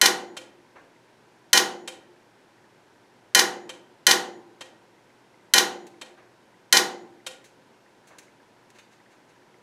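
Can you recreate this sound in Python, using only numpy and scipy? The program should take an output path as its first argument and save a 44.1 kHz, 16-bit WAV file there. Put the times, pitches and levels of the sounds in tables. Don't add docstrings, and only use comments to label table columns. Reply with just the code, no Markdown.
import sys
import numpy as np
from scipy import signal
from scipy.fft import rfft, irfft
from scipy.io import wavfile
from scipy.ndimage import uniform_filter1d

SR = 44100
rng = np.random.default_rng(int(sys.argv[2]) if len(sys.argv) > 2 else 0)


def persist_wave(psi):
    counts = np.round(np.clip(psi, -1, 1) * 32767).astype(np.int16)
    wavfile.write(sys.argv[1], SR, np.atleast_2d(counts).T)


N = 424241
T = np.arange(int(1.4 * SR)) / SR

SNAP_TIMES = [0.0142, 1.5307, 3.3482, 4.0671, 5.537, 6.7258]
# frequency_hz, level_db
CRACK_SPECTRUM = [(90, -42), (200, -41.5), (800, -14), (1220, -9), (1750, 4.5), (2250, -4), (2600, -5),
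                  (3100, 3.5), (3450, -3.5), (4100, 2), (4800, -2), (6100, 1.96), (7200, -5), (8300, -5),
                  (11500, -7.5), (15500, -23)]
# frequency_hz, level_db
PANEL_SPECTRUM = [(80, -42), (150, -18), (200, -7), (260, -9), (330, -1.5), (620, -5.5), (820, 2.5),
                  (1080, -3), (1500, -9), (4000, -29.5)]
# pitch_hz, level_db, t60_s
FIREBOX_MODES = [(134, -34, 0.9), (190, -22, 0.6), (217, -21, 0.54), (350, -15.5, 1.25), (358, -13, 0.42),
                 (373, -10, 0.7), (495, -6.5, 0.5), (775, -8.3, 0.65), (797, -14, 0.55), (850, -16, 0.45),
                 (1008, -9.5, 0.42), (1039, -11, 0.48), (1420, -2, 0.26), (1451, -1, 0.32),
                 (1635, -6.5, 0.22), (1693, -3.8, 0.27), (1889, 7, 0.23), (2113, -7, 0.23),
                 (2411, -3, 0.26), (3020, -3, 0.22), (3074, 4, 0.22), (4044, -2, 0.2), (4221, 0, 0.2),
                 (4983, -5, 0.22), (5849, -3.5, 0.21), (6065, 0, 0.15), (6153, -1, 0.16), (6851, -13, 0.45),
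                 (8200, -2, 0.1), (11960, -13, 0.24)]

# start_s, level_db
BUTTON_RETURNS = [(0.367, -3.5), (1.8751, -2), (3.6918, -5), (4.608, -6), (6.0129, -6), (7.264, -1)]
# frequency_hz, level_db
PLASTIC_SPECTRUM = [(70, -27.5), (200, -10.5), (480, -1.5), (900, -3), (1600, -3.5), (3200, 3),
                    (4800, -1.5), (7500, 1), (11000, -5.5), (15500, -27.5)]
# pitch_hz, level_db, t60_s
BUTTON_MODES = [(513, -1.5, 0.22), (1424, -3.5, 0.11), (1875, -1.5, 0.12), (2412, -0.5, 0.1),
                (3120, 3, 0.08), (3720, 0, 0.059), (4230, -3, 0.046), (6400, -8.5, 0.05),
                (7900, -5.5, 0.057)]
# start_s, level_db, rise_s
FINGER_CLICKS = [(5.866, -18.5, 0.002), (7.44, -18.5, 0.0045), (8.07, -20.5, 0.0045),
                 (8.1837, -12.3, 0.0019), (8.702, -24.5, 0.00086)]
# start_s, level_db
HAND_BUMPS = [(0.753, -10.5), (6.172, -15), (8.1, -14)]
# frequency_hz, level_db
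SCUFF_SPECTRUM = [(100, -22), (480, -1.5), (900, -7), (1700, 2.5), (2500, 2), (3300, -6), (4100, 0),
                  (5200, -9.5), (6400, -0.5), (7600, -6), (10500, -12), (15500, -26)]
# pitch_hz, level_db, t60_s
KNOB_MODES = [(1670, -5, 0.09), (2492, 0, 0.15), (2923, -10, 0.15), (3601, -4, 0.088), (4683, -9, 0.12),
              (6300, -7, 0.14)]

# delay_s, gain
NEAR_ECHOES = [(0.0016, 0.93), (0.0041, 0.85)]
# delay_s, gain
WALL_SLAPS = [(0.0428, 0.6), (0.046, 0.6)]
# frequency_hz, level_db
WALL_SPECTRUM = [(100, -3), (1500, -2.5), (3300, -3), (4100, -0.5), (4900, -2.5), (6000, -5), (8000, -9.5),
                 (15000, -11.5)]
# frequency_hz, t60_s
ROOM_DECAY = [(40, 0.5), (170, 1.05), (330, 1.0), (700, 0.63), (1300, 0.46), (3000, 0.37), (6000, 0.32),
              (10000, 0.27), (15000, 0.225)]
# frequency_hz, level_db
HISS_SPECTRUM = [(20, -18), (75, -18.5), (105, -4.5), (160, -2), (350, 1.5), (700, -4), (980, -1),
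                 (1120, -9), (1550, -7.5), (3000, -15), (6000, -21), (10000, -28), (13000, -33.5),
                 (16000, -46.5)]
# pitch_hz, rms_level_db
HUM_TONES = [(120, -75.5), (364, -72.5), (1540, -78), (5560, -87.5)]


def igniter(space, rebound_s=0.00202, rebound_gain=0.29):
    crack = gain_of(26) * colour(burst(rise_s=0.0002, t60_s=0.022), CRACK_SPECTRUM)
    add(crack, rebound_s, rebound_gain * crack)
    panels = gain_of(13.5) * colour(burst(rise_s=0.02, t60_s=0.12), PANEL_SPECTRUM)
    firebox = gain_of(-12) * ring(FIREBOX_MODES)
    snap = convolve(crack + panels, space) + firebox + thump()
    out = np.zeros(N)
    for start_s in SNAP_TIMES:
        rattle = gain_of(12) * colour(burst(rise_s=0.00061, t60_s=0.025), CRACK_SPECTRUM)
        add(out, start_s, snap + convolve(rattle, space))
    return gain_of(-6.5) * out


def thump(width_s=0.0032):
    age = T / width_s
    return gain_of(-36) * age * (2 - age) * np.exp(-age)


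def button():
    out = np.zeros(N)
    for start_s, level_db in BUTTON_RETURNS:
        tilt = -0.94 + 0.56 * level_db
        click = colour(burst(rise_s=0.003, t60_s=0.068), PLASTIC_SPECTRUM, tilt)
        own_ring = gain_of(-2) * unit(ring(BUTTON_MODES, rise_cycles=3.6, beat_hz=80.5))
        firebox = gain_of(-9) * unit(colour(ring(FIREBOX_MODES), PLASTIC_SPECTRUM, db_per_octave=-3))
        add(out, start_s, gain_of(level_db - 3) * (click + own_ring + firebox))
    return out


def fingers():
    out = np.zeros(N)
    for start_s, level_db, rise_s in FINGER_CLICKS:
        click = colour(burst(rise_s, t60_s=30 * rise_s), SCUFF_SPECTRUM, db_per_octave=2)
        add(out, start_s, gain_of(level_db) * click)
    for start_s, level_db in HAND_BUMPS:
        bump = colour(burst(rise_s=0.009, t60_s=0.23), SCUFF_SPECTRUM, db_per_octave=-11.5)
        add(out, start_s, gain_of(level_db) * bump)
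    return out


def knob(start_s=8.745, length_s=0.72, slips=4, jitter_s=0.015, fade_db_per_s=7.5, catch_s=8.785):
    out = np.zeros(N)
    for elapsed_s in np.arange(slips) * length_s / slips:
        slip = colour(burst(rise_s=0.01, t60_s=0.21), SCUFF_SPECTRUM, db_per_octave=-2)
        slip_s = start_s + elapsed_s + jitter_s * rng.uniform(-1, 1)
        add(out, slip_s, gain_of(-21 - fade_db_per_s * elapsed_s) * slip)
    click = colour(burst(rise_s=0.0018, t60_s=0.09), SCUFF_SPECTRUM, db_per_octave=-1.6)
    clink = click + gain_of(-1) * unit(ring(KNOB_MODES))
    add(out, catch_s, gain_of(-17) * clink)
    return out


def handling(space):
    direct = button() + gain_of(-4.5) * (fingers() + knob())
    return direct / 2 + gain_of(-6) * convolve(direct, space)


def living_room(wall_gain, tail_db, scatter_db, hearth_db):
    hz, t, bands = signal.stft(rng.choice([-1., 1.], len(T)), SR, nperseg=256)
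    build_up = 1 - np.exp(-(t / 0.03) ** 2)
    bands = bands * decay(t, curve_at(ROOM_DECAY, hz)[:, None]) * build_up
    tail = signal.istft(bands, SR, nperseg=256)[1][:len(T)]
    response = gain_of(tail_db) * unit(tail)
    response += gain_of(hearth_db) * burst(rise_s=0.001, t60_s=0.09)
    response[0] += 1
    for delay_s, gain in NEAR_ECHOES:
        add(response, delay_s, gain * burst(rise_s=0.0001, t60_s=0.0072))
    for delay_s, gain in WALL_SLAPS:
        slap = colour(burst(rise_s=0.0003, t60_s=0.011), WALL_SPECTRUM)
        add(response, delay_s, wall_gain * gain * slap)
    scatter = gain_of(scatter_db) * burst(rise_s=0.002, t60_s=0.1)
    add(response, WALL_SLAPS[0][0], wall_gain * scatter)
    return unit(response)


def faint_ticking(step_s=0.06, share=0.35, centre_hz=1950, grow_db_per_s=0.5, width_s=0.0019):
    out = np.zeros(N)
    clock = np.arange(0, N / SR, step_s)
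    envelope = np.exp(-(T / width_s - 2) ** 2)
    for start_s, (chance, size, detune) in zip(clock, rng.random((len(clock), 3))):
        if chance < share:
            pitch_hz = centre_hz * (0.85 + 0.3 * detune)
            gain = gain_of(-50 + grow_db_per_s * (start_s - N / SR)) * (0.5 + size / 2)
            add(out, start_s, gain * envelope * np.sin(2 * np.pi * pitch_hz * T))
    return out


def room_tone(hiss_db=-58, waver_hz=3):
    spectrum = gain_of(curve_at(HISS_SPECTRUM, np.fft.rfftfreq(N, 1 / SR)))
    hiss = irfft(rfft(rng.standard_normal(N)) * spectrum, N)
    out = gain_of(hiss_db) * hiss / hiss.std()
    for pitch_hz, level_db in HUM_TONES:
        drift = np.interp(np.arange(N), np.linspace(0, N, 100), rng.standard_normal(100))
        phase = 2 * np.pi * np.cumsum(pitch_hz + waver_hz * drift) / SR
        out += gain_of(level_db) * np.sqrt(2) * np.sin(phase)
    return out


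def ring(modes, rise_cycles=7, beat_hz=40):
    out = np.zeros(len(T))
    beat_depth = 0.4 * (1 - decay(T, 0.25))
    for pitch_hz, level_db, t60_s in modes:
        knots = rng.standard_normal(256) + 1j * rng.standard_normal(256)
        wander = 1 + beat_depth * np.interp(T * beat_hz, np.arange(len(knots)), knots)
        tone = (wander * np.exp(2j * np.pi * (pitch_hz * T + rng.random()))).real
        swell = 1 - np.exp(-T * pitch_hz / rise_cycles)
        out += gain_of(level_db) * tone * decay(T, t60_s) * swell
    return out


def burst(rise_s, t60_s):
    envelope = (1 - np.exp(-T / rise_s)) * decay(T, t60_s)
    chatter = envelope * rng.standard_normal(len(T))
    for _ in range(4):
        flat = irfft(np.exp(1j * np.angle(rfft(chatter))), len(T))
        local_rms = np.sqrt(abs(uniform_filter1d(flat ** 2, 100)) + 1e-14)
        chatter = envelope * flat / local_rms
    return unit(chatter)


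def colour(sound, spectrum, db_per_octave=0):
    hz = abs(np.fft.fftfreq(8192, 1 / SR))
    gain = gain_of(curve_at(spectrum, hz) + db_per_octave * np.log2(np.maximum(hz, 1000)))
    log_response = np.conj(signal.hilbert(np.log(gain)))
    taps = np.fft.ifft(np.exp(log_response)).real
    return convolve(sound, unit(taps[:len(taps) // 2]))


def convolve(sound, response):
    return signal.fftconvolve(sound, response)[:len(sound)]


def curve_at(table, hz):
    table_hz, values = np.transpose(table)
    return np.interp(np.log(hz + 1), np.log(table_hz), values)


def decay(t, t60_s):
    return np.exp(-np.log(1000) * t / t60_s)


def gain_of(db):
    return 10 ** (db / 20)


def unit(sound):
    return sound / np.linalg.norm(sound)


def add(mix, start_s, sound):
    part = mix[round(start_s * SR):][:len(sound)]
    part += sound[:len(part)]


def scene():
    hand_room = living_room(wall_gain=0.36, tail_db=0.5, scatter_db=-3, hearth_db=2)
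    snap_room = living_room(wall_gain=0.9, tail_db=-0.4, scatter_db=-3.5, hearth_db=-2)
    return (igniter(snap_room) + handling(hand_room) + faint_ticking() + room_tone())[None]


def record(dry, recover_db_per_s=230, cutoff_hz=15900):
    over_db = np.maximum(20 * np.log10(abs(dry[0]) + 1e-9), 0)
    recovery_db = np.arange(N) * recover_db_per_s / SR
    duck_db = np.maximum.accumulate(over_db + recovery_db) - recovery_db
    lowpass = signal.firwin(301, cutoff_hz, window=("kaiser", 8), fs=SR)
    return signal.oaconvolve(dry * gain_of(-duck_db), lowpass[None], "same")


dry = scene()
out = record(dry)
persist_wave(out)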